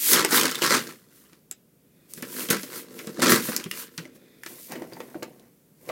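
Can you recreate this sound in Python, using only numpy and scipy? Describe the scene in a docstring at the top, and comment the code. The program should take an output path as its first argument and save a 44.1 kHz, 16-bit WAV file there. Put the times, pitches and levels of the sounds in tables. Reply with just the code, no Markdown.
"""Unpacking a paper parcel

A parcel in brown paper is slid and tugged out of stiff packaging at a desk, then lifted and turned.
Creases crackle as they give way, sliding sheets hiss brightly, panels flex and buckle with hollow
pops, and single folds snap over. It all sits close up in a small furnished room with a soft rumble."""
import sys
import numpy as np
from scipy import signal
from scipy.fft import rfft, irfft, next_fast_len
from scipy.io import wavfile
from scipy.ndimage import uniform_filter1d, map_coordinates

SR = 44100
rng = np.random.default_rng(int(sys.argv[2]) if len(sys.argv) > 2 else 0)


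def unload_wav(signal):
    """Save mono or channel-first audio to the path in sys.argv[1] as 16-bit WAV at rate SR, clipped to [-1, 1]."""
    wavfile.write(
        sys.argv[1],
        SR,
        np.round(np.clip(np.atleast_2d(signal).T, -1, 1) * 32767).astype(np.int16),
    )


N = 260631

# Levels are relative within each layer.
# room tone, rumble up to hiss: f/Hz, level/dB
ROOM_TONE = [(25, -18), (60, -2.5), (95, -9), (160, 1.5), (300, -4.5), (480, -8), (800, -23), (2000, -26),
             (4000, -29.5), (8000, -27), (14000, -22.5), (16000, -24.5)]
# decay of the room's tail: f/Hz, t60/s
ROOM_DECAY = [(150, 0.42), (600, 0.07), (3000, 0.22), (8000, 0.077), (14000, 0.054)]

# friction moves: t/s at top speed, speed-up/s, slow-down/s, level/dB
RUB_MOVES = [(2.02, 0.18, .12, -72.5), (4.32, 0.4, 0.33, -65.5)]  # the hands change grip
FINGER_STROKES = [(4.49, 0.051, 0.14, -42), (4.64, 0.14, 0.13, -41), (4.98, 0.32, 0.46, -53),
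                  (5.89, 0.088, .06, -48.5)]  # fingers brush the wrapping
PARCEL_SLIDES = [(.13, .13, 0.037, -17), (.362, .05, .05, -19.5), (.7, .16, 0.17, -37),
                 (1.16, .06, .17, -57), (2.11, .02, 0.034, -49), (2.18, .04, 0.026, -44),
                 (2.41, .13, 0.091, -34), (2.503, .002, .026, -19.5), (2.62, .08, 0.09, -42.5),
                 (2.772, .07, .055, -37.5), (2.98, .08, .22, -48.5), (3.302, .013, 0.069, -20),
                 (3.46, .07, 0.11, -32.5), (3.8, .08, .05, -36.5), (4.0, 0.12, .065, -55),
                 (4.16, .025, 0.018, -56.5)]  # the parcel drags against the packaging
# presses: t/s at full force, rise/s, hold/s, flex level/dB, crumple level/dB
PARCEL_GRIPS = [(4.495, 0.042, 0.024, -53, -55), (4.57, 0.071, 0.017, -57.5, -56.5),
                (4.716, 0.034, 0.016, -42, -39), (4.765, 0.09, 0.083, -44, -52),
                (4.93, 0.09, 0.11, -49, -54.5), (5.07, .1, 0.049, -55, -56.5),
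                (5.17, 0.023, 0.12, -51, -63), (5.32, 0.13, .15, -60, -64.5),
                (5.9, 0.081, 0.033, -45, -47.5)]  # fingers tighten on the raised parcel
PACK_PUSHES = [(.02, .05, .05, -48, -51), (.13, 0.063, 0.068, -28, -20.5), (.208, 0.017, 0.025, -33, -30.5),
               (.33, 0.046, .063, -28, -19), (.436, 0.027, 0.015, -29, -22), (.5, .05, 0.083, -43.5, -33.5),
               (.622, 0.011, 0.047, -28.5, -21.5), (.708, 0.032, 0.043, -25, -18.5),
               (.87, .08, 0.036, -43.5, -44), (1.12, 0.6, 0.25, -69, -64), (2.235, 0.13, 0.018, -43.5, -52),
               (2.395, 0.18, 0.039, -40, -38.5), (2.505, .004, 0.0077, -27.5, -23),
               (2.54, 0.054, 0.0072, -33, -31.5), (2.755, 0.17, 0.023, -42.5, -41),
               (2.93, 0.28, 0.35, -46, -52.5), (3.095, 0.11, 0.0053, -41, -49),
               (3.195, 0.055, 0.013, -34.5, -36.5), (3.22, 0.0089, 0.019, -24, -19.5),
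               (3.264, 0.017, .015, -21.5, -19.5), (3.298, 0.016, 0.0308, -21, -17),
               (3.36, 0.022, .008, -35, -27), (3.49, 0.2, 0.11, -39.5, -37), (3.73, .015, 0.099, -50, -43),
               (3.92, 0.072, 0.062, -60, -65), (3.995, 0.018, 0.06, -49.5, -55.5),
               (4.1, 0.11, 0.52, -58.5, -68.5)]  # hands crush the stiff packaging
# panels buckling or being tapped: t/s, thud level/dB, thud f/Hz, crack level/dB
PANEL_POPS = [(.247, -18.5, 395, -22.5), (1.33, -52, 303, -58.5), (1.513, -50.5, 377, -50),
              (2.175, -39.5, 204, -45.5), (2.226, -31, 255, -35), (2.49, -29, 250, -31.5),
              (2.504, -22.5, 195, -31), (2.634, -34.5, 274, -42), (2.993, -45, 272, -37.5),
              (3.072, -32.5, 212, -37.5), (3.19, -24.5, 240, -60), (3.319, -14, 223, -23),
              (3.486, -25.5, 228, -34.5), (3.659, -31, 191, -42), (3.981, -36, 168.6, -33.5),
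              (4.053, -43, 280, -61), (4.157, -48.5, 224, -61), (4.461, -41.5, 336, -37.5),
              (4.721, -30, 800, -55), (4.756, -33, 335, -41.5), (4.819, -31, 310, -49),
              (4.922, -40, 386, -48), (4.968, -35, 875, -67), (5.003, -30, 482, -42),
              (5.144, -36, 710, -54), (5.153, -28.5, 321, -54), (5.2238, -30.5, 345, -38),
              (5.229, -32.5, 513, -43.5), (5.89, -25, 497, -35.5), (5.898, -24, 626, -46)]
# single folds snapping over: t/s, level/dB, f/Hz, ringing share/0-1
FOLD_SNAPS = [(0.1323, -2, 7650, 0.12), (.2476, -11.5, 5910, 0.4), (.3096, -21, 7450, 0.3),
              (.3555, -22, 4260, 0.2), (0.3905, -25, 2940, .1), (0.4112, -15, 3900, 0),
              (.433, -18, 5340, 0), (0.4547, -15.5, 4600, 0.3), (0.495, -28, 2780, 0),
              (0.5124, -22, 7300, 0.08), (.554, -21, 3700, 0.78), (.62, -24, 6200, 0.6),
              (0.6385, -19, 4330, .25), (.663, -19.5, 5070, 0.2), (0.8741, -35.5, 5570, 0.3),
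              (.908, -40, 1780, 0.4), (1.331, -48.5, 2980, 0.24), (1.5114, -23.5, 7820, 0.6),
              (2.136, -29, 9040, .4), (2.2235, -27.5, 9200, .35), (2.4868, -27, 3300, 0.6),
              (2.502, -16, 5760, 0), (2.6318, -30, 5460, .25), (2.9898, -35, 2600, .3),
              (3.0707, -33.5, 6840, 0), (3.22, -19, 3550, 0), (3.5635, -13, 7550, 0.05),
              (3.64, -29.5, 3280, 0.53), (3.712, -20.5, 2880, 0.47), (3.9777, -27.5, 4350, 0.42),
              (4.053, -41.5, 2120, 1), (4.434, -35, 1790, 0.56), (4.4622, -33, 4870, 0.1),
              (4.72, -31, 5470, 0), (4.8193, -43, 890, .7), (4.9334, -39, 4800, 0.8),
              (5.003, -39.5, 2530, 0.5), (5.229, -31, 4400, 0), (5.396, -52.5, 4130, .05)]

# resonances: f/Hz, width/Hz, level/dB
RUB_MODES = [(1930, 460, 3), (2480, 58, 9.5), (3520, 280, 3.5), (5270, 415, -10)]  # narrow bands of the rubbing
PACK_MODES = [(247, 26, -1.5), (366, 17, 0.5), (476, 16, 0.5), (990, 30, -6.5), (1230, 10, -3.5),
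              (1335, 25, -0.5), (1415, 46, -3), (1620, 290, -3), (1964, 14, 3), (4150, 42, -13)]  # the packaging's cavity and walls
# tone colours: f/Hz, level/dB
PARCEL_FLEX_EQ = [(25, -43), (85, -24), (160, -3.5), (260, -0.5), (520, -3.5), (740, -11), (1100, -22),
                  (3000, -54)]  # soft body of the wrapping
PARCEL_CRUMPLE_EQ = [(250, -56), (700, -15), (1000, 7), (1300, -2), (2000, 4), (3200, -8.5), (6000, -7.5),
                     (10000, -16), (16000, -6)]  # creases in the wrapping
PACK_FLEX_EQ = [(25, -29), (85, -30.5), (130, -9), (190, -4), (300, -1.5), (480, -1.5), (660, -16.5),
                (1100, -36.5), (3000, -82)]  # low body of the packaging
PACK_CRUMPLE_EQ = [(200, -26), (650, -8), (830, -9.5), (1000, 0.5), (1500, -3), (2100, -3.5), (2900, -11.5),
                   (4400, -4), (8000, -9), (12000, -15.5), (16000, -21)]  # creases in the packaging
FRICTION_EQ = [(300, -34.5), (800, -27), (1200, -20), (2000, -7), (4000, -4.5), (8000, -0.5), (13500, 3.5),
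               (16000, 0)]  # bright hiss of rubbed paper
CRACK_EQ = [(200, -23), (700, -8.5), (1200, 6), (2000, 8.5), (3200, 0.5), (6000, -5), (16000, -21.5)]  # papery edge of a pop


def amp(db):
    """Decibels to gain."""
    return 10 ** (np.asarray(db) / 20)


def unit(x):
    """Scale to rms 1."""
    return x / np.sqrt(np.mean(x ** 2) + 1e-20)


def along(points, hz):
    """Read a curve of (f/Hz, value) points on a log frequency axis."""
    freqs, values = np.transpose(points)
    return np.interp(np.log(hz + 1), np.log(freqs), values)


def wobble(knots_per_s):
    """A smooth random drift."""
    knots = rng.standard_normal(int(N * knots_per_s / SR) + 4)
    return map_coordinates(knots, [np.arange(N) * knots_per_s / SR])


def filtered(x, response):
    """Pass x through a complex frequency response."""
    size = next_fast_len(len(x) + SR // 4)
    return irfft(rfft(x, size) * response(np.fft.rfftfreq(size, 1 / SR)), size)[:len(x)]


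def coloured(x, eq):
    """Shape x with an EQ curve, at rms 1."""
    return unit(filtered(x, lambda hz: amp(along(eq, hz))))


def resonance(hz, centre, width):
    """Causal response of one damped mode."""
    return 1j * hz * width / (centre ** 2 - hz ** 2 + 1j * hz * width)


def add(track, at, sound):
    """Mix a sound into the track, starting at a time in seconds."""
    part = track[max(round(at * SR), 0):][:len(sound)]
    part += sound[:len(part)]


def press_gains(presses, sag_db_per_s=9.5, relax_db_per_s=268, settle_db_per_s=290):
    """Flex and crumple envelopes: force builds, the paper yields under it, then it is let go."""
    t, power = np.arange(N) / SR, np.zeros((2, N))
    for at, rise, hold, flex_db, crumple_db in presses:
        force_db = 20 * np.minimum(t - at, 0) / rise - sag_db_per_s * np.clip(t - at, 0, hold)
        released_s = np.maximum(t - at - hold, 0)
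        power[0] += amp(flex_db + force_db - relax_db_per_s * released_s) ** 2
        power[1] += amp(crumple_db + force_db - settle_db_per_s * released_s) ** 2
    return np.sqrt(power)


def friction_gain(moves, drop_db=12.5, roundness=1.3):
    """Friction envelope: each move swells as it speeds up and fades as it slows."""
    t, power = np.arange(N) / SR, np.zeros(N)
    for at, rise, fall, db in moves:
        from_peak = np.maximum((at - t) / rise, (t - at) / fall)
        power += amp(db - drop_db * from_peak ** roundness) ** 2
    return np.sqrt(power)


def crinkle(force, base_per_s, spread_db, life_s, rub, crowding=4.0):
    """Crackle at rms 1: creases give way in tiny random bursts over a bed of steady rubbing."""
    # the harder the press, the more creases give way
    starts = rng.random(N) < base_per_s * (1 + crowding * force / force.max()) / SR
    sizes = amp(spread_db * np.minimum(rng.standard_normal(N), 2))
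    power = signal.lfilter([1], [1, -np.exp(-1 / (life_s * SR))], starts * sizes ** 2)
    # the hands feed in energy steadily; the creases share it out unevenly
    power /= np.abs(uniform_filter1d(power, size=1500)) + 1e-9
    return unit(np.sqrt(power + rub) * rng.standard_normal(N))


def room_tone():
    """A gently drifting bed of low room rumble and faint microphone hiss."""
    return amp(-59.0 + 0.86 * wobble(3.3)) * coloured(rng.standard_normal(N), ROOM_TONE)


def room_reverb(x, tail_db=-9.5, predelay_s=0.003, wall_db=-15.5, wall_delay_s=0.012):
    """The direct sound, one reflection off a near wall and a short diffuse tail."""
    hz, t, spectrum = signal.stft(rng.standard_normal(SR // 2), SR, nperseg=256)
    decay = amp(-60 * t / along(ROOM_DECAY, hz)[:, None])
    tail = signal.istft(spectrum * decay, SR, nperseg=256)[1]
    response = np.zeros(SR)
    add(response, predelay_s, amp(tail_db) * tail / np.linalg.norm(tail))
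    add(response, wall_delay_s, amp([wall_db]))
    return x + signal.fftconvolve(x, response)[:N]


def rubbing():
    """Faint friction through a few narrow resonances as the hands change grip."""
    def modes(hz):
        return sum((-1) ** k * amp(db) * resonance(hz, centre, width)
                   for k, (centre, width, db) in enumerate(RUB_MODES))
    return friction_gain(RUB_MOVES) * unit(filtered(rng.standard_normal(N), modes))


def holding():
    """Fingers flex, crease and stroke the soft wrapping of the raised parcel."""
    flex, crumple = press_gains(PARCEL_GRIPS)
    stroke = friction_gain(FINGER_STROKES)
    flexing = crinkle(flex, base_per_s=42, spread_db=3.5, life_s=0.007, rub=0.2)
    crackle = crinkle(crumple, base_per_s=170, spread_db=4.5, life_s=0.0016, rub=0.5)
    hiss = crinkle(stroke, base_per_s=1200, spread_db=7.5, life_s=0.00044, rub=0.48)
    return (amp(2.0) * flex * coloured(flexing, PARCEL_FLEX_EQ)
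            + amp(-1.5) * crumple * coloured(crackle, PARCEL_CRUMPLE_EQ)
            + amp(-3.0) * stroke * coloured(hiss, FRICTION_EQ))


def panel_pops(attack_s=0.0012, crack_rise_s=0.00079, crack_t60_s=0.06, t60_cycles=14.8, flutter_db=-5):
    """A panel buckles: a damped thud with a papery crack on top. Large, low panels ring longest."""
    out, t = np.zeros(N), np.arange(SR // 4) / SR
    for at, thud_db, pitch, crack_db in PANEL_POPS:
        # the whole panel swings at its lowest mode; loose parts flutter about an octave up
        swing = np.sqrt(2) * np.sin(2 * np.pi * pitch * t)
        noise = rng.standard_normal(len(t))
        flutter = unit(filtered(noise, lambda hz: resonance(hz, 2 * pitch, 0.64 * pitch) ** 2))
        thud_shape = amp(thud_db - 60 * t * pitch / t60_cycles) * (1 - np.exp(-t / attack_s))
        thud = (swing + amp(flutter_db) * flutter) * thud_shape
        crack_shape = amp(crack_db - 60 * t / crack_t60_s) * (1 - np.exp(-t / crack_rise_s))
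        crack = coloured(rng.standard_normal(len(t)), CRACK_EQ) * crack_shape
        add(out, at, amp(3.0) * (thud + crack))
    return out


def stray_folds(per_s=80, offset_db=-0.5, spread_db=2.5, middle_hz=2517, octaves=0.55, ringing=0.57):
    """Small folds give way by chance, as loud as the push of the moment; rows like FOLD_SNAPS."""
    count = int(per_s * N / SR)
    starts = rng.integers(N, size=count)
    level_scatter, pitch_scatter = np.clip(rng.standard_normal((count, 2)), -2, 2).T
    _, crumple = press_gains(PACK_PUSHES)
    levels = 20 * np.log10(crumple[starts] + 1e-9) + offset_db + spread_db * level_scatter
    pitches = middle_hz * 2 ** (octaves * pitch_scatter)
    return [(at, db, pitch, ringing) for at, db, pitch in zip(starts / SR, levels, pitches)]


def fold_snaps(rise_s=0.0013, middle_hz=4000, middle_t60_s=0.0097, edge_db=-12, pitch_sag=0.046):
    """A fold flips within milliseconds; the smaller the facet, the higher and shorter its ring."""
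    out, t = np.zeros(N), np.arange(SR // 25) / SR
    for at, db, pitch, ringing in FOLD_SNAPS + stray_folds():
        def facet(hz):
            return resonance(hz, pitch, pitch) + amp(edge_db) * resonance(hz, 7000, 12000)
        crack = unit(filtered(rng.standard_normal(len(t)), facet))
        t60 = middle_t60_s * (middle_hz / pitch) ** 0.71
        # the facet goes slack as it flips, so its pitch sags
        slack = 1 - pitch_sag * np.minimum(t / t60, 1)
        ring = np.sqrt(2) * np.sin(2 * np.pi * pitch * t * slack)
        share = min(ringing, 0.9)  # every snap keeps some crack
        snap = share * ring + np.sqrt(1 - share ** 2) * crack
        shape = np.minimum(t / rise_s, 1) * amp(-60 * np.maximum(t - rise_s, 0) / t60)
        add(out, at, amp(db + 2.5) * shape * snap)
    return out


def hollow(x, ring_db):
    """The packaging's cavity and walls ring along with whatever shakes them."""
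    def modes(hz):
        return sum(amp(db) * resonance(hz, centre, width) for centre, width, db in PACK_MODES)
    return unit(filtered(x, lambda hz: 1 + amp(ring_db) * modes(hz)))


def unpacking():
    """Stiff packaging flexes and crackles as it is pushed open; the parcel drags along its inside."""
    flex, crumple = press_gains(PACK_PUSHES)
    slide = friction_gain(PARCEL_SLIDES)
    flexing = crinkle(flex, base_per_s=110, spread_db=-3.5, life_s=0.0018, rub=0.4)
    crackle = crinkle(crumple, base_per_s=130, spread_db=5, life_s=0.0012, rub=0.3)
    hiss = crinkle(slide, base_per_s=2500, spread_db=3.5, life_s=0.0005, rub=1.2)
    panels = hollow(coloured(flexing, PACK_FLEX_EQ), ring_db=-5.5)
    creases = hollow(coloured(crackle, PACK_CRUMPLE_EQ), ring_db=0.0)
    fibres = coloured(hiss, FRICTION_EQ)
    return flex * panels + amp(-2.0) * crumple * creases + amp(1.5) * slide * fibres


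def scene():
    """Mono mix: each paper layer gets its own reverb tail and sits on the room tone."""
    layers = [unpacking(), holding(), rubbing(), fold_snaps(), panel_pops()]
    return (sum(room_reverb(layer) for layer in layers) + room_tone())[None]


def record(dry):
    """A small microphone sheds deep bass, rounds off the peaks and cuts the very top."""
    low_cut_hz, ceiling, top_hz = 95, 0.54, 16000
    thin = signal.sosfilt(signal.butter(2, low_cut_hz, "highpass", fs=SR, output="sos"), dry[0])
    rounded = thin / (1 + np.abs(thin / ceiling) ** 4) ** (1 / 4)
    return filtered(rounded, lambda hz: 1 / np.sqrt(1 + (hz / top_hz) ** 140))[None]


dry = scene()
out = record(dry)
unload_wav(out)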